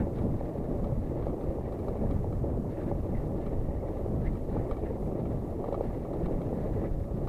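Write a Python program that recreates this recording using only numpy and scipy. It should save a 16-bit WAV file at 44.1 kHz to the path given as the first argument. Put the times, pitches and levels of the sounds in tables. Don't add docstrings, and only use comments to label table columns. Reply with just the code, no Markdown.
import sys
import numpy as np
from scipy import signal
from scipy.fft import rfft, irfft, next_fast_len
from scipy.io import wavfile
from scipy.ndimage import uniform_filter1d

SR = 44100
rng = np.random.default_rng(int(sys.argv[2]) if len(sys.argv) > 2 else 0)


def digitize_waveform(pressure):
    field = np.atleast_2d(pressure).T
    bounded = np.clip(field, -1, 1)
    quanta = np.round(bounded * 32767).astype(np.int16)
    wavfile.write(sys.argv[1], SR, quanta)


N = 321288

# frequency in Hz, relative level in dB, t60 in seconds.
CASE_MODES = [(337, -21, 0.011), (488, 8, 0.025), (561.5, 0, 0.26), (656, 2.5, 0.044), (769.5, 6, 0.03),
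              (1177, -1, 0.024), (1274, -15, 0.057), (1840, -17, 0.035), (2274, -7, 0.044),
              (2740, -18, 0.03), (3175, -18, 0.065), (3700, -15, 0.043), (3945, -14.5, 0.047),
              (4380, -17, 0.031), (5030, -19, .02), (8130, -15, .015)]


def undb(db):
    return 10 ** (np.asarray(db) / 20)


def unit(x):
    return x / np.sqrt(np.mean(x ** 2))


def peak(x, db):
    return undb(db) * x / np.abs(x).max()


def colour(x, spectrum):
    hz, db = np.transpose(spectrum)
    size = next_fast_len(N + SR // 4)
    size += size % 2
    f = np.maximum(np.arange(size // 2 + 1) * SR / size, 1)
    gain = undb(np.interp(np.log(f), np.log(hz), db))
    cepstrum = irfft(np.log(gain))
    cepstrum[1:size // 2] *= 2
    cepstrum[size // 2 + 1:] = 0
    response = np.exp(rfft(cepstrum))
    return unit(irfft(rfft(x, size) * response)[:N])


def band(x, lo_hz, hi_hz):
    sos = signal.butter(2, [lo_hz, hi_hz], "band", fs=SR, output="sos")
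    return signal.sosfilt(sos, x)


def walk(rate_hz):
    k = int(SR / rate_hz)
    held = np.repeat(rng.standard_normal(N // k + 1), k)
    return unit(uniform_filter1d(uniform_filter1d(held, k), k)[:N])


def patter(rate_hz, spread_db):
    hits = rng.random(N) < rate_hz / SR
    signs = rng.choice([-1, 1], N)
    sizes = undb(spread_db * rng.standard_normal(N).clip(-2, 2))
    return unit(hits * signs * sizes)


def follow(curve):
    s, *columns = np.transpose(curve)
    return [np.interp(np.arange(N) / SR, s, column) for column in columns]


def add(out, s, sound):
    i = max(int(s * SR), 0)
    out[i:i + len(sound)] += sound[:max(N - i, 0)]


def case_ring(modes=CASE_MODES, swell_s=0.001):
    t = np.arange(SR // 10) / SR
    ring = np.zeros(len(t))
    for hz, db, t60_s in modes:
        ring += undb(db) * np.sin(2 * np.pi * hz * t) * np.exp(-np.log(1000) * t / t60_s)
    return ring * (1 - np.exp(-(t / swell_s) ** 2))


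def hiss(level_db=-69.5, swing_db=0.65):
    # frequency in Hz, relative density in dB per Hz.
    hiss_spectrum = [(100, 0), (3000, 0), (8000, 0), (15000, 0)]
    level = undb(level_db + swing_db * walk(13))
    return level * colour(rng.standard_normal(N), hiss_spectrum)


def wind(buffet_trim_db=0.5, flutter_trim_db=-1.5, eddy_swing_db=0.17, burst_swing_db=1.12):
    # start in seconds, large-eddy level in dB, small-eddy level in dB, both before trim.
    wind_curve = [(0.0, -32, -25.5), (0.1, -38.5, -35.5), (0.23, -34.5, -30.5), (0.49, -37, -38.5),
                  (0.75, -36.5, -32), (0.96, -33, -33.5), (1.1, -37, -35), (1.25, -34.5, -36.5),
                  (1.36, -40.5, -39.5), (1.78, -36.5, -38), (2.04, -34, -33.5), (2.16, -29, -30),
                  (2.23, -34, -37), (2.34, -32.5, -34.5), (2.47, -32.5, -33.5), (2.58, -33.5, -31.5),
                  (2.7, -44, -31), (2.76, -40, -48), (2.88, -33, -28.5), (3.0, -35, -37),
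                  (3.19, -34, -31.5), (3.4, -36.5, -38), (3.5, -33.5, -34.5), (3.75, -35, -38.5),
                  (3.87, -36.5, -43.5), (4.06, -33.5, -34), (4.29, -34, -31.5), (4.38, -38.5, -38.5),
                  (4.58, -32.5, -32), (4.72, -41.5, -40.5), (4.97, -35.5, -40.5), (5.04, -36, -32),
                  (5.17, -37.5, -35), (5.27, -35.5, -30), (5.45, -34, -37), (5.68, -39.5, -43),
                  (5.78, -36, -37), (6.02, -38, -36.5), (6.14, -38, -36), (6.36, -34, -31),
                  (6.54, -40, -35), (6.66, -34, -33.5), (6.87, -32, -35.5), (7.02, -29.5, -40.5),
                  (7.09, -38, -38.5), (7.18, -32, -34.5), (7.29, -36, -34)]
    # frequency in Hz, relative density in dB per Hz.
    buffet_spectrum = [(8, -13), (20, 4), (45, 1.5), (90, -0.5), (125, -5.5), (180, -16.5), (400, -37.5),
                       (1500, -71.5)]
    flutter_spectrum = [(50, -11.5), (100, -1), (135, 0.5), (200, -3), (250, -5), (330, -11.5),
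                        (800, -26.5), (1500, -43), (4000, -71)]
    buffet_db, flutter_db = follow(wind_curve)
    large = colour(rng.standard_normal(N), buffet_spectrum)
    large *= undb(eddy_swing_db * walk(20).clip(-2, 2))
    bursts = rng.standard_normal(N) + undb(-5) * patter(220, spread_db=2.5)
    small = colour(bursts, flutter_spectrum)
    small *= undb(burst_swing_db * walk(22).clip(-2, 2))
    return large * undb(buffet_db + buffet_trim_db) + small * undb(flutter_db + flutter_trim_db)


def thumps(width_cycles=0.29):
    # centre in seconds, peak in dB, pitch in Hz.
    thump_rows = [(1.496, -22, 45), (1.941, -24, 70.4), (2.365, -22, 39.5), (3.185, -19.5, 70),
                  (4.282, -18, 70.5), (4.722, -22.5, 38), (6.27, -25, 50.3)]
    out, now = np.zeros(N), np.arange(N) / SR
    for s, db, hz in thump_rows:
        cycles = (now - s) * hz
        out += undb(db) * np.cos(2 * np.pi * cycles) * np.exp(-(cycles / width_cycles) ** 2)
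    return out


def hums(waver=0.046, rough_db=2.0, trim_db=1.5):
    # start in seconds, length in seconds, first and last pitch in Hz before waver,
    # level in dB before trim and roughness.
    hum_rows = [(0.9, 0.12, 187, 219, -37), (1.987, 0.094, 186.4, 246, -29.5), (2.076, .1, 247, 289, -35.5)]
    out, now = np.zeros(N), np.arange(N) / SR
    wobble, rough = 1 + waver * walk(120), rough_db * walk(100)
    for s, length_s, first_hz, last_hz, db in hum_rows:
        on = (now > s) & (now < s + length_s)
        pitch_hz = np.linspace(first_hz, last_hz, on.sum()) * wobble[on]
        phase = 2 * np.pi * np.cumsum(pitch_hz) / SR
        out[on] += undb(db + trim_db + rough[on]) * np.hanning(on.sum()) * np.sin(phase)
    return out


def squeaks(waver=0.025, scrape_db=-9, fade_db=17):
    # start in seconds, length in seconds, first and last pitch in Hz before waver,
    # loudest point as a share of the length, tone level there in dB.
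    squeak_rows = [(3.14, 0.038, 2100, 1820, .3, -52.5), (3.168, 0.023, 2150, 1860, .5, -53),
                   (4.239, 0.046, 1545, 2240, 0.8, -45), (4.284, .013, 1930, 2250, .5, -56),
                   (6.75, 0.031, 1860, 1970, .4, -57), (6.827, 0.051, 1855, 2080, 0.6, -54)]
    out, now = np.zeros(N), np.arange(N) / SR
    wobble = 1 + waver * walk(450)
    scrape = undb(scrape_db) * unit(band(rng.standard_normal(N), 1600, 2310))
    for s, length_s, first_hz, last_hz, crest, db in squeak_rows:
        on = (now > s) & (now < s + length_s)
        along = (now[on] - s) / length_s
        pitch_hz = np.interp(along, [0, 1], [first_hz, last_hz]) * wobble[on]
        fade = np.interp(along, [0, crest, 1], [1, 0, 1])
        size = undb(db - fade_db * fade ** 1.05) * signal.windows.tukey(len(along), 0.1)
        phase = 2 * np.pi * np.cumsum(pitch_hz) / SR
        out[on] += size * (np.sin(phase) + scrape[on])
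    return out


def grit(tyre_db, level_db=-8):
    ticks = band(band(patter(240, spread_db=3.5), 1630, 2540), 1350, 3200)
    return undb(tyre_db + level_db) * unit(ticks)


def bubbles(rate_hz=110, decay_s=0.005, attack_s=0.0011):
    out, t = np.zeros(N), np.arange(SR // 20) / SR
    envelope = np.exp(-t / decay_s) * (1 - np.exp(-t / attack_s))
    for when, pitch, size in rng.random((int(rate_hz * N / SR), 3)):
        start_hz = 1650 * 1.4 ** pitch
        ping = np.sin(2 * np.pi * start_hz * (t + 1.1 * t ** 2)) * envelope
        add(out, when * N / SR, undb(14 * size ** 2) * ping)
    return unit(out)


def swish(tyre_db, dull_hz=2760, dull_above_db=-69):
    # frequency in Hz, relative density in dB per Hz.
    swish_spectrum = [(700, -42), (1400, 1.5), (1600, -2), (1700, 3.5), (2050, 0.5), (2280, -9),
                      (2480, -13.5), (2700, -6.5), (3000, -13.5), (3350, -15.5), (3700, -11.5),
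                      (4600, -18.5), (6500, -34.5)]
    spray = rng.standard_normal(N) + undb(-8) * patter(260, spread_db=3.5)
    spray *= undb(3.3 * walk(66).clip(-2, 2))
    splash = colour(spray, swish_spectrum) + undb(-7.5) * bubbles()
    dull = signal.sosfiltfilt(signal.butter(3, dull_hz, fs=SR, output="sos"), splash)
    treble_db = np.minimum(tyre_db, dull_above_db) + 3
    return dull * undb(tyre_db) + (splash - dull) * undb(treble_db)


def chatter(level_db=-66):
    taps = patter(160, spread_db=2)
    return undb(level_db) * unit(signal.fftconvolve(taps, band(case_ring(), 1110, 1390))[:N])


def clacks(bounce_db=-10, settle_s=0.0045, spot_db=1, detune=0.011, contact_cycles=2.2,
           crack_db=3, crack_s=0.0054, body_db=1):
    # start in seconds, peak in dB of the low knock, of the middle clank, of the high tick.
    clack_rows = [(.157, -62, -75, -62), (.172, -58, -68, -62), (.184, -46, -52, -61),
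                  (0.8418, -41.5, -52, -59.5), (1.223, -44, -56, -65), (1.266, -46, -60, -70),
                  (1.280, -48, -56, -68), (1.297, -49, -58, -68), (1.409, -47, -63, -66),
                  (1.435, -43.5, -66, -66), (1.722, -47, -64, -62), (1.789, -49, -63, -63),
                  (1.882, -39.5, -59, -59), (2.109, -46, -53, -59), (2.325, -42.5, -57, -66),
                  (2.815, -47, -61, -65), (2.832, -56, -62, -65), (3.463, -44, -53, -60),
                  (4.331, -56, -64, -66), (4.353, -46, -55, -66), (4.567, -40.5, -58, -72),
                  (4.7105, -35, -47, -57), (4.767, -45, -52, -65), (5.254, -45, -52, -72),
                  (5.640, -39.5, -55, -65), (5.685, -48, -63, -63), (5.727, -47, -58, -55.5),
                  (5.7425, -33, -51, -60), (5.808, -43, -63, -64), (6.051, -44.5, -61, -72),
                  (6.133, -43.5, -62, -60), (6.2582, -41, -51, -56.5), (6.416, -45, -53, -61),
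                  (6.838, -40.5, -61, -70), (7.273, -39, -54, -57)]
    body_hz, knock_hz, clank_hz, tick_hz = (600, 1000), (1000, 1500), (1500, 3400), (3400, 9000)
    out, t = np.zeros(N), np.arange(SR // 10) / SR
    settle = np.exp(-t / settle_s)
    for s, knock_db, clank_db, tick_db in clack_rows:
        bounces, noise = rng.standard_normal((2, len(t)))
        push = (t == 0) + undb(bounce_db) * bounces * settle / np.linalg.norm(settle)
        modes = []
        for hz, db, t60_s in CASE_MODES:
            spot_hz = hz * (1 + detune * rng.standard_normal())
            modes.append((spot_hz, db + spot_db * rng.standard_normal(), t60_s))
        families = ((body_hz, knock_db + body_db), (knock_hz, knock_db),
                    (clank_hz, clank_db), (tick_hz, tick_db))
        for (lo, hi), db in families:
            family = [mode for mode in modes if lo < mode[0] <= hi]
            ring = case_ring(family, swell_s=contact_cycles / lo)
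            add(out, s, peak(signal.fftconvolve(push, ring), db))
        crack = noise * np.exp(-t / crack_s)
        crack = band(band(crack, 1300, 4300), 900, 5200) + undb(-14) * band(crack, 7700, 9300)
        add(out, s, peak(crack, tick_db + crack_db))
    return out


def thuds(spread=1.66):
    # start in seconds, peak in dB, centre of the push in Hz, damping time constant in seconds.
    thud_rows = [(0.068, -25.5, 500, 0.0033), (.409, -26.5, 620, 0.0036), (.922, -28, 526, 0.0044),
                 (1.267, -23, 550, 0.014), (1.584, -27, 597, 0.007), (1.882, -29, 620, .008),
                 (2.2428, -23.5, 570, 0.0068), (2.445, -24, 470, 0.009), (2.9133, -23, 800, 0.018),
                 (4.061, -25, 422, 0.0055), (4.565, -26, 800, 0.0039), (4.717, -30, 398, 0.0056),
                 (5.641, -25, 800, 0.0077), (5.658, -27, 480, 0.0064), (5.687, -23, 428, .005),
                 (5.7239, -20.5, 620, 0.01), (5.8074, -17.5, 554, 0.0061), (6.527, -22, 540, 0.0055),
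                 (6.816, -28, 483, 0.0073)]
    out, case = np.zeros(N), case_ring()
    t = np.arange(len(case)) / SR
    for s, db, hz, damp_s in thud_rows:
        pushed = band(case, hz / spread, hz * spread)
        ring = band(pushed, 147, 650) * np.exp(-t / damp_s)
        add(out, s, -peak(ring, db))
    return out


def cobbles():
    # start in seconds, shaking level in dB before the layer gains.
    shake_curve = [(0.0, -39), (0.9, -37.5), (1.03, -43), (1.15, -37), (1.8, -39), (1.88, -34.5),
                   (2.37, -42.5), (2.46, -37), (2.64, -41), (2.82, -37), (3.03, -40), (3.42, -37.5),
                   (3.72, -40), (3.9, -37.5), (4.12, -39.5), (4.45, -39.5), (4.55, -36), (4.75, -38.5),
                   (5.07, -37.5), (5.82, -38.0), (6.84, -37.0), (6.96, -44), (7.29, -37)]
    # frequency in Hz, relative density in dB per Hz.
    cobble_spectrum = [(60, -18.5), (170, -7), (240, -4), (330, 1.5), (440, -1), (520, -2.5), (620, -5.5),
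                       (800, -13.5), (1000, -21), (1200, -27.5), (1430, -41.5), (2400, -45.5), (5000, -67)]
    shake_db, = follow(shake_curve)
    stones = undb(1.9 * walk(80).clip(-2.5, 1.6))
    blows = (patter(600, spread_db=1.5) + undb(-2.5) * rng.standard_normal(N)) * stones
    rattle = colour(blows, cobble_spectrum)
    taps = patter(150, spread_db=5.5) * stones
    ring = unit(signal.fftconvolve(taps, band(case_ring(), 427, 980))[:N])
    return (undb(0.48) * rattle + undb(-12) * ring) * undb(shake_db)


def scene():
    # start in seconds, level in dB before the layer gains.
    tyre_curve = [(0.0, -53.5), (0.1, -73.5), (0.2, -65), (0.3, -72), (0.46, -64.5), (0.54, -68.5),
                  (0.75, -69.5), (0.98, -69), (1.08, -65), (1.16, -65), (1.35, -72), (1.48, -63.5),
                  (1.56, -69), (1.72, -62.5), (1.82, -67.5), (2.13, -64.5), (2.42, -74), (2.64, -77),
                  (2.78, -61.5), (2.9, -65), (3.03, -68.5), (3.2, -67), (3.35, -73), (3.47, -62.5),
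                  (3.6, -69), (3.78, -64.5), (4.11, -71), (4.5, -69), (4.61, -63), (4.8, -68), (4.87, -59),
                  (4.91, -63), (4.95, -72), (5.05, -68), (5.46, -71), (5.92, -64.5), (6.12, -68),
                  (6.7, -64), (6.85, -62.5), (6.96, -70.5), (7.29, -71)]
    tyre_db, = follow(tyre_curve)
    air = wind() + hums()
    tyres = grit(tyre_db) + swish(tyre_db)
    shaken = chatter() + clacks() + thuds() + cobbles()
    return (hiss() + air + thumps() + squeaks() + tyres + shaken)[None]


def record(dry, top_hz=14950):
    return signal.sosfilt(signal.ellip(12, 0.1, 80, top_hz, fs=SR, output="sos"), dry)


dry = scene()
out = record(dry)
digitize_waveform(out)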